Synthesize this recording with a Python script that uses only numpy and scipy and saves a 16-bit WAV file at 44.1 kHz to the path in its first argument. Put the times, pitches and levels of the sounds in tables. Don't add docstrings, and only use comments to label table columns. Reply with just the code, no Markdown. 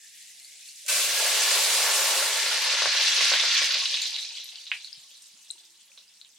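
import sys
import numpy as np
from scipy import signal
from scipy.fft import rfft, irfft
from scipy.io import wavfile
from scipy.ndimage import uniform_filter1d

SR = 44100
rng = np.random.default_rng(int(sys.argv[2]) if len(sys.argv) > 2 else 0)


def output_pcm(signal):
    pcm = np.clip(np.atleast_2d(signal).T, -1, 1) * 32767
    wavfile.write(sys.argv[1], SR, np.round(pcm).astype(np.int16))


N = 281392
TIME = np.arange(N) / SR
PAN_EMPTIES_S, PAN_FADE_DB_PER_S = 1.0, 67
POUR_END_S, BOIL_FULL_S, BOIL_END_S = 2.128, 2.81, 3.63
POP_RISE = 0.039

# time_s, share_touching (0-1)
FAT_CONTACT = [(.862, 0.11), (.879, 0.08), (.887, 0.62), (.9, 0.66)]
# time_s, lift_db
CRACKLE_LIFT = [(.9, -2), (1.15, 0.5), (1.27, 1), (1.53, 2), (1.85, -0.3), (2.2, 0.5)]
def sizzle():
    simmer_per_s, pour_per_s, thinning_s = 1700, 32000, .55
    per_s = simmer_per_s + pour_per_s * np.exp(-np.maximum(TIME - POUR_END_S, 0) / thinning_s)
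    coarse = np.interp(TIME, [2.2, 3.3], [.3, 1])
    widening = from_db(np.interp(TIME, [.86, .92, 1.2], [-14, -3, 0]))
    touching = np.interp(TIME, *np.transpose(FAT_CONTACT), left=0)
    crackling = from_db(in_time(CRACKLE_LIFT)) * crackle(per_s, coarse) + spits() + prickle()
    surface = hiss(per_s) + crackling + widening * churn(per_s, coarse) + froth()
    return under_pan(uniform_filter1d(touching, size=96) * surface)


# pitch_hz, level_db
STEAM_TONE = [(2500, -4), (4000, -13), (6000, -1), (8000, 2.5), (10000, -4), (12500, -7.5), (15500, -15)]
# pitch_hz, level_db
FIZZ_TONE = [(3000, -36), (5500, 8), (8000, 4), (10000, -3), (12500, -6.5), (15500, -32)]
def hiss(per_s):
    cooled = np.interp(TIME, [2.15, 2.75], [0, 1])
    flash = bubbles(STEAM_TONE, 60000, spread_db=6, clump_db=0, clumps_per_s=50)
    fizz = bubbles(FIZZ_TONE, 2 * per_s, spread_db=.5, clump_db=4, clumps_per_s=75)
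    beads = wet_ticks(260, centre_hz=7680, octaves=.25, cycles=1.5, spread_db=4.5)
    beads = rms_one(beads + kitchen(beads, echo_db=-11, tail_db=4.5))
    boiling = vigour(pour_db=-23.5, boil_db=-39.5, pour_fall=26, boil_fall=26)
    gain = np.hypot(boiling, simmer(-48, db_per_s=4.5))
    surging = from_db(surges_db() * np.interp(TIME, [3.7, 4.2], [2.2, .4]))
    cool_fizz = fizz + from_db(.5) * beads
    return gain * surging * (np.sqrt(1 - cooled) * flash + np.sqrt(cooled) * cool_fizz)


# pitch_hz, level_db
BURST_TONE = [(500, -29), (1000, -20.5), (1400, -27), (1800, -11.5), (2250, -4), (2800, -0.5), (4000, 0.5),
              (5200, 4.5), (6500, -7.5), (8500, -30), (14000, -44)]
# pitch_hz, level_db
ROLLING_TONE = [(1100, -15.5), (1600, -4.5), (2100, 0), (2900, -12)]
def crackle(per_s, coarse):
    bursts = bubbles(BURST_TONE, 1.3 * per_s, spread_db=2, clump_db=1.1 * coarse, clumps_per_s=90)
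    boiling = vigour(pour_db=-25.5, boil_db=-22.5, pour_fall=53, boil_fall=24.5)
    bursts *= np.hypot(boiling, simmer(-51, db_per_s=4))
    ringing = wet_ticks(200, centre_hz=3993, octaves=.233, cycles=3.8, spread_db=2.5)
    ringing = rms_one(ringing + kitchen(ringing, echo_db=-29, tail_db=4.5))
    boiling = vigour(pour_db=-45, boil_db=-32, pour_fall=7, boil_fall=16)
    ringing *= np.hypot(boiling, simmer(-71, db_per_s=4))
    rolling = bubbles(ROLLING_TONE, 2500, spread_db=1.5, clump_db=1.3, clumps_per_s=80)
    rolling *= vigour(pour_db=-51, boil_db=-30.5, pour_fall=17.5, boil_fall=78)
    return from_db(surges_db()) * (bursts + ringing) + rolling


# pitch_hz, level_db
CHURN_TONE = [(120, -42), (250, -24), (320, -32), (400, -1.5), (540, 1.5), (750, 2.5), (1000, 0.5),
              (1300, 2), (1800, 3.5), (2600, -3), (4000, -4)]
def churn(per_s, coarse):
    boiling = vigour(pour_db=-30.5, boil_db=-42, pour_fall=14, boil_fall=45)
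    gain = np.hypot(boiling, simmer(-66, db_per_s=4.5))
    return gain * bubbles(CHURN_TONE, .3 * per_s, spread_db=2.5, clump_db=5.2 * coarse, clumps_per_s=45)


# time_s, level_db
FOAM_LEVEL = [(.9, -60), (1.35, -42), (1.8, -43), (1.95, -37), (2.15, -38.5), (2.35, -56), (2.7, -41),
              (3.65, -52.5), (3.85, -80)]
# pitch_hz, level_db
FOAM_TONE = [(640, -14), (830, -0.5), (1020, -1), (1250, -1.5), (1450, -3.5), (1900, -9)]
def froth():
    gurgle = bubbles(FOAM_TONE, 4000, spread_db=1, clump_db=1, clumps_per_s=40)
    return from_db(in_time(FOAM_LEVEL)) * gurgle


def spits():
    gain = np.hypot(simmer(-54, db_per_s=2.5), from_db(-34.5) * fade(BOIL_END_S, 31))
    plinks = wet_ticks(45, centre_hz=4210, octaves=.296, cycles=2.1, spread_db=3)
    return gain * rms_one(plinks + kitchen(plinks, echo_db=-15, tail_db=3.5))


def prickle():
    gain = np.hypot(simmer(-60.5, db_per_s=2), from_db(-30.5) * fade(BOIL_END_S, 21.4))
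    cooling = np.interp(TIME, [BOIL_FULL_S, BOIL_END_S], [0, 1])
    ticks = wet_ticks(100, centre_hz=4200, octaves=.354, cycles=2.7, spread_db=4)
    return gain * cooling * signal.sosfilt(signal.butter(2, 1500, "high", fs=SR, output="sos"), ticks)


# time_s, flow_db
FAT_FLOW = [(.9, 2), (.97, 1.5), (1.08, -0.4), (1.3, 0.2), (1.6, 1.5), (2.0, 1.3)]
def vigour(pour_db, boil_db, pour_fall, boil_fall):
    pour = from_db(pour_db + in_time(FAT_FLOW)) * fade(POUR_END_S, pour_fall)
    boil = from_db(boil_db) * np.sqrt(np.interp(TIME, [POUR_END_S, BOIL_FULL_S], [0, 1]))
    return np.hypot(pour, boil) * fade(BOIL_END_S, boil_fall)


def simmer(level_db, db_per_s):
    return from_db(level_db) * fade(BOIL_END_S, db_per_s)


# time_s, lift_db
BOIL_SURGES = [(2.77, 0.5), (3.06, 2), (3.24, 3), (3.46, 0.5), (3.62, 1.5), (3.98, 2.5), (4.1, 0.5),
               (4.2, 1), (4.37, 0.5), (4.8, 2.5), (6.1, 1)]
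def surges_db(half_width_s=.08):
    return sum(db * np.exp(-((TIME - s) / half_width_s) ** 2) for s, db in BOIL_SURGES)


# start_s, level_db, pitch_hz, swell_cycles, left_over_right_db, room_db
LONE_POPS = [(.446, -38, 4370, 3.4, 0, -7), (.686, -40, 4380, 2.8, 0, 2), (.8635, -23, 7200, 0.97, -4, -6),
             (3.072, -9, 3620, .45, -3, -4), (3.208, -13, 2800, 0.34, 4, 7), (3.323, -7, 4180, 0.43, -5, 3),
             (3.3374, -7.5, 2840, 0.31, -5, 3.5), (3.362, -13, 3900, 0.55, 0, 3),
             (3.397, -13.5, 3570, 1.5, 3, 4), (3.439, -20, 3443, 0.66, 0, -4),
             (3.618, -6, 3890, 0.16, -4, 3), (3.706, -13.5, 4090, 0.33, 0, 11),
             (3.7424, -8, 4230, 0.32, -5, 6.5), (3.8, -14, 4430, 0.7, 0, 0),
             (3.855, -16.5, 3880, 0.69, .5, 8.5), (3.935, -20, 3450, 1.2, 0, -14),
             (3.9417, -12, 3500, 0.84, -1, 1.5), (3.971, -20.5, 2700, 1.14, -6, 2),
             (4.016, -19.5, 4200, 1.6, 0, 4), (4.0197, -25.5, 7000, 2.2, 20, 7),
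             (4.056, -19, 3860, 0.98, 0, 3.5), (4.1055, -36, 10500, 1.5, 0, -2),
             (4.143, -22.5, 3820, 1.8, -8, 1), (4.157, -19, 4040, 0.99, -2, 1),
             (4.186, -23.5, 3850, 2.1, 0, 2), (4.228, -24, 4100, 2.6, -3, -2),
             (4.2489, -25, 5200, 0.65, 2, 7), (4.353, -30, 4360, 1.4, -2.5, 2),
             (4.371, -29, 3170, 1.8, -3, 2), (4.4, -30, 3940, 1.7, -1, 3), (4.4435, -34, 11400, 3.6, 16, 0),
             (4.49, -34, 3960, 2.2, -.5, -1), (4.557, -28, 4100, 1, 8, -2), (4.667, -28, 3800, 1.1, 2, 3),
             (4.7164, -10, 2560, 0.67, -5, -1.5), (4.8455, -27, 4180, 2.9, -4, -4),
             (4.8728, -34.5, 4350, 1.4, 15, 0), (4.929, -33.5, 5010, 2.8, 19, 1.5),
             (5.131, -46, 3400, 0.62, 0, -5.5), (5.1526, -39, 4050, 1.6, -4, -6),
             (5.2224, -38.5, 8420, 1.8, -3, 1), (5.2685, -42, 8360, 3.4, -2, -4),
             (5.375, -44.5, 7000, 2.8, -2, 1), (5.5038, -26.5, 4020, 4.7, 10.5, -11),
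             (5.5102, -23, 8500, 2.8, 8, -8), (5.6522, -41, 5400, .7, -2, 4),
             (5.976, -35, 3770, 0.97, -5, 1), (6.2138, -31.5, 4050, 1.46, 4, -6),
             (6.248, -40, 3770, 1.5, 0, -6)]
def pops(body_ratio, body_db, body_swell_s):
    direct, to_walls = 0, 0
    for s, db, hz, cycles, left_db, room_db in LONE_POPS:
        body = from_db(body_db) * pulse(s, body_ratio * hz, body_swell_s)
        ring = from_db(db) * (pulse(s, hz, cycles / hz, POP_RISE) + body)
        direct += ring * from_db(np.array([[.5], [-.5]]) * left_db)
        to_walls += ring * from_db(np.full((2, 1), room_db))
    return direct, to_walls


# start_s, level_db
STEAM_POCKETS = [(2.735, -30.5), (2.819, -26.5), (2.856, -24), (2.95, -33.5), (3.208, -29.5), (3.317, -27),
                 (3.337, -29.5), (3.437, -31), (3.617, -34), (3.752, -37), (5.976, -62)]
def spurts(plop_hz, swell_s, splash_hz, splash_db):
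    out = 0
    for s, db in STEAM_POCKETS:
        tuning = np.exp(rng.normal(0, .038))
        plop = pulse(s, plop_hz * tuning, swell_s)
        splutter = pulse(s + swell_s, splash_hz * tuning, swell_s=.00028)
        out += from_db(db) * (plop + from_db(splash_db) * splutter)
    return out


# start_s, level_db, pitch_hz
GARLIC_DROPS = [(.849, -58, 590), (1.222, -34, 685), (1.248, -30.5, 577), (1.265, -31.5, 690),
                (1.321, -40, 900)]
def gulps(swell_s, rise):
    return sum(from_db(db) * pulse(s, hz, swell_s, rise) for s, db, hz in GARLIC_DROPS)


# pitch_hz, level_db
FRYING_TONE = [(1100, -67), (1450, -19), (1800, -5), (2400, -1), (4200, 2.5), (7500, 4.5), (10000, 1.5),
               (12500, -10), (15500, -21)]
# time_s, pitch_hz, gain_db
PAN_TILT = [(0, 1750, 12), (.3, 1944, 7), (.45, 2100, 6), (.57, 2300, 8), (.7, 2750, 3), (.85, 2900, 0)]
def pan_frying(level_db, nearing_db_per_s):
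    fizz = bubbles(FRYING_TONE, 9000, spread_db=3, clump_db=1.5, clumps_per_s=45.4)
    ticks = wet_ticks(110, centre_hz=4920, octaves=.44, cycles=5.8, spread_db=2)
    frying = fizz + from_db(-14.5) * ticks
    s, hz, db = np.transpose(PAN_TILT)
    hollow = gliding(frying, np.interp(TIME, s, hz), width_hz=105)
    frying += (from_db(np.interp(TIME, s, db)) - 1) * hollow
    frying = signal.sosfilt(signal.butter(6, 1550, "high", fs=SR, output="sos"), frying)
    return from_db(level_db + nearing_db_per_s * TIME) * fade(PAN_EMPTIES_S, PAN_FADE_DB_PER_S) * frying


# pitch_hz, width_hz, gain_db
GAP_RINGS = [(661, 220, 4.5), (870, 336, -20.5), (1065, 52, -1.5), (1587, 38, 14), (2010, 32, 4),
             (2660, 117, 3.5)]
# time_s, pitch_ratio, strength (0-1)
GAP_OPENING = [(.9, 0.97, 0.86), (1.06, 1.01, 0.7), (1.25, 1.07, 0.47), (1.6, 1.1, 0.18)]
def under_pan(x):
    s, ratio, strength = np.transpose(GAP_OPENING)
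    ratio, strength = np.interp(TIME, s, ratio), np.interp(TIME, s, strength)
    hollow = sum((from_db(db) - 1) * gliding(x, hz * ratio, width) for hz, width, db in GAP_RINGS)
    return x + strength * hollow


# pitch_hz, width_hz, gain_db
POT_AIR = [(298, 18, 4.5), (322, 31, -11), (406, 98, 2), (450, 40, -8), (549, 54, 5.5), (769, 48, -9.5),
           (900, 104, 6), (1097, 41, 6.5), (1265, 96, -3), (1394, 35, 4), (2050, 78, 2), (2354, 71, 2.5),
           (2640, 54, 4), (2890, 110, 2), (3500, 110, 2.5), (4060, 160, 2)]
def pot(x):
    for hz, width, db in POT_AIR:
        x = x + (from_db(db) - 1) * ringing_at(x, hz, width)
    return x


# pitch_hz, level_db, ring_s (time to fall 60 dB)
POT_NOTES = [(2175, -21, 0.18), (2300, -1, 0.22), (2360, -2, 0.3), (2500, 3.5, 0.18)]
def pot_ring(x, gain_db):
    return sum(from_db(gain_db + db) * ringing_at(x, hz, width_hz=np.log(1000) / (np.pi * ring_s))
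               for hz, db, ring_s in POT_NOTES)


# start_s, level_db, pitch_hz
LOW_THUDS = [(2.822, -56, 106.1), (2.868, -48, 115), (3.818, -62, 100.5), (4.971, -60, 165),
             (5.335, -62, 235), (5.542, -66, 345)]
def thuds(swell_s):
    return sum(from_db(db) * pulse(s, hz, swell_s) for s, db, hz in LOW_THUDS)


# pitch_hz, level_db
LENTIL_TONE = [(450, -9), (550, -2), (700, 3), (880, -3), (1000, -20)]
def stew(level_db):
    plops = bubbles(LENTIL_TONE, 200, spread_db=-.5, clump_db=3, clumps_per_s=10.7)
    return from_db(level_db) * fade(PAN_EMPTIES_S, PAN_FADE_DB_PER_S) * plops


# delay_s, level_db
NEAR_ECHOES = [(.0019, 7.5), (.0060, 0.5), (.0068, 0), (.0088, -12), (.0096, -9), (0.013, -26.5),
               (0.0228, -27)]
def kitchen(x, echo_db, tail_db, ring_s=.18, room_db=-2):
    age = TIME[:SR // 2]
    tail = noise([(100, -1.5), (4000, 4), (15000, -.5)], size=len(age))
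    tail *= from_db(-60 * age / ring_s) * (age > .003)
    response = from_db(room_db + tail_db) * rms_one(tail) / np.sqrt(len(age))
    for delay, db in NEAR_ECHOES:
        arrivals = np.abs((delay + rng.normal(0, 5e-5, 2)) * SR).astype(int)
        response[[0, 1], arrivals] += from_db(db + echo_db)
    return signal.fftconvolve(x, response, axes=1)[:, :N]


# start_s, length_s, pitch_hz, level_db
LOW_HUM = [(5.58, 0.23, 337, -78)]
def faint_hum():
    out = 0
    for s, length, hz, db in LOW_HUM:
        swell = np.sin(np.pi * np.clip((TIME - s) / length, 0, 1))
        out += from_db(db) * swell * np.sin(2 * np.pi * hz * TIME)
    return out


# pitch_hz, level_db
HUSH_TONE = [(40, -24), (90, -10.5), (200, -1.5), (320, -5), (450, -7), (700, -11), (1100, -9), (2000, 1),
             (5000, -7.5), (15000, -7)]
def kitchen_hush(level_db):
    return from_db(level_db) * noise(HUSH_TONE, size=N)


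def bubbles(tone, per_s, spread_db, clump_db, clumps_per_s, tail_s=.013, tail_db=3):
    out, voices = 0, list(bands(tone))
    chance = np.clip(per_s / len(voices) / SR, 1e-6, 1) * np.ones(N)
    clumps = from_db(clump_db * drift(clumps_per_s))
    keep = np.exp(-1 / (tail_s * SR))
    scatter = rng.standard_normal((3, 2, N))
    for k, (hz, gain, band_pass) in enumerate(voices):
        luck, size = rng.random((2, N))
        at = np.flatnonzero(luck < chance)
        size_db = spread_db * np.minimum(-np.log(size[at]), 4.5)
        flurry_db = .83 * drift(clumps_per_s)[at]
        clicks = np.full(N, 1e-18)
        clicks[at] = from_db(size_db + flurry_db) * clumps[at] / np.sqrt(chance[at])
        smear = from_db(tail_db) * np.sqrt(signal.lfilter([1 - keep], [1, -keep], clicks ** 2))
        mid, side = scatter[k % len(scatter)]
        heard = two_ears(clicks * np.sign(mid) + smear * mid, (clicks + smear) * side, hz)
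        out += gain * rms_one(signal.sosfilt(band_pass, heard))
    return rms_one(out)


def wet_ticks(per_s, centre_hz, octaves, cycles, spread_db):
    out, age = np.zeros((2, N + 400)), TIME[:400]
    ears = np.array([[1], [-1]])
    for when, pitch, size, side, lag in rng.standard_normal((int(per_s * N / SR), 5)):
        hz = np.clip(centre_hz * 2 ** (octaves * pitch), 1500, 12000)
        at, swell = int(when * N) % N, age * hz / cycles
        rising_hz = hz * (1 + POP_RISE * np.tanh(swell / 2))
        ear_age = age + 1.8e-5 * lag * ears
        chirp = swell * np.exp(-swell) * np.sin(2 * np.pi * rising_hz * ear_age)
        out[:, at:at + len(age)] += from_db(spread_db * min(size, 2) + 2 * side * ears) * chirp
    return rms_one(out[:, :N])


def pulse(start_s, hz, swell_s, rise=0):
    swell = TIME[:SR // 8] / swell_s
    pitch = hz * (1 + rise * np.tanh(swell - 1.5))
    note = swell * np.exp(1 - swell) * np.sin(2 * np.pi * np.cumsum(pitch) / SR)
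    near_pitch = signal.butter(2, [.5 * hz, min(1.4 * hz, SR / 2 - 1)], "band", fs=SR, output="sos")
    return np.pad(signal.sosfilt(near_pitch, note), (int(start_s * SR), N))[:N]


def ringing_at(x, hz, width_hz):
    return signal.lfilter(*signal.iirpeak(hz, hz / width_hz, fs=SR), x)


def gliding(x, hz, width_hz):
    turn = np.exp(2j * np.pi * np.cumsum(hz) / SR)
    keep = np.exp(-np.pi * width_hz / SR)
    return 2 * np.real(turn * signal.lfilter([1 - keep], [1, -keep], x * turn.conj() + 1e-18))


def bands(tone):
    edges = 40 * 2 ** (np.arange(27) / 3)
    for low, high in zip(edges, edges[1:]):
        if high > tone[0][0] and low < tone[-1][0]:
            hz = np.sqrt(low * high)
            gain = from_db(at_hz(tone, hz)) * np.sqrt(high - low)
            yield hz, gain, signal.butter(2, [low, high], "band", fs=SR, output="sos")


# pitch_hz, likeness (0-1)
EAR_LIKENESS = [(100, 0.82), (400, 0.95), (800, 0.95), (1400, 0.89), (3000, 0.7), (5500, 0.46),
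                (11000, 0.18)]
def two_ears(mid, side, hz):
    alike = at_hz(EAR_LIKENESS, hz)
    return np.sqrt(1 + alike) * mid + np.sqrt(1 - alike) * side * np.array([[1], [-1]])


def noise(tone, size):
    hz = np.maximum(np.fft.rfftfreq(size, 1 / SR), 1)
    mid, side = rfft(rng.standard_normal((2, size)))
    return rms_one(irfft(two_ears(mid, side, hz) * from_db(at_hz(tone, hz)), size))


def drift(per_s):
    knots = rng.standard_normal(4096)
    return rms_one(np.interp(TIME * per_s, np.arange(len(knots)), knots))


def fade(start_s, db_per_s):
    return from_db(-db_per_s * np.maximum(TIME - start_s, 0))


def at_hz(rows, hz):
    pitches, values = np.transpose(rows)
    return np.interp(np.log(hz), np.log(pitches), values)


def in_time(rows):
    return np.interp(TIME, *np.transpose(rows))


def from_db(db):
    return 10 ** (np.asarray(db) / 20)


def rms_one(x):
    return x / np.sqrt(np.mean(x ** 2) + 1e-20)


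def scene():
    plops = spurts(plop_hz=676, swell_s=.00069, splash_hz=1470, splash_db=8)
    frying = pan_frying(level_db=-49, nearing_db_per_s=1)
    cooking = pot(frying + sizzle() + plops) + stew(level_db=-82.5)
    direct, to_walls = pops(body_ratio=.343, body_db=-31.5, body_swell_s=.0009)
    popping = direct + pot_ring(to_walls, gain_db=8)
    garlic = gulps(swell_s=.0046, rise=.053)
    bumps = thuds(swell_s=.003)
    room = kitchen(to_walls + plops + bumps, echo_db=-12.5, tail_db=1)
    return cooking + popping + garlic + .5 * bumps + room + faint_hum() + kitchen_hush(level_db=-68.5)


def record(dry):
    cutoff_hz = 15900
    return signal.sosfilt(signal.ellip(12, .1, 80, cutoff_hz, fs=SR, output="sos"), dry)


dry = scene()
out = record(dry)
output_pcm(out)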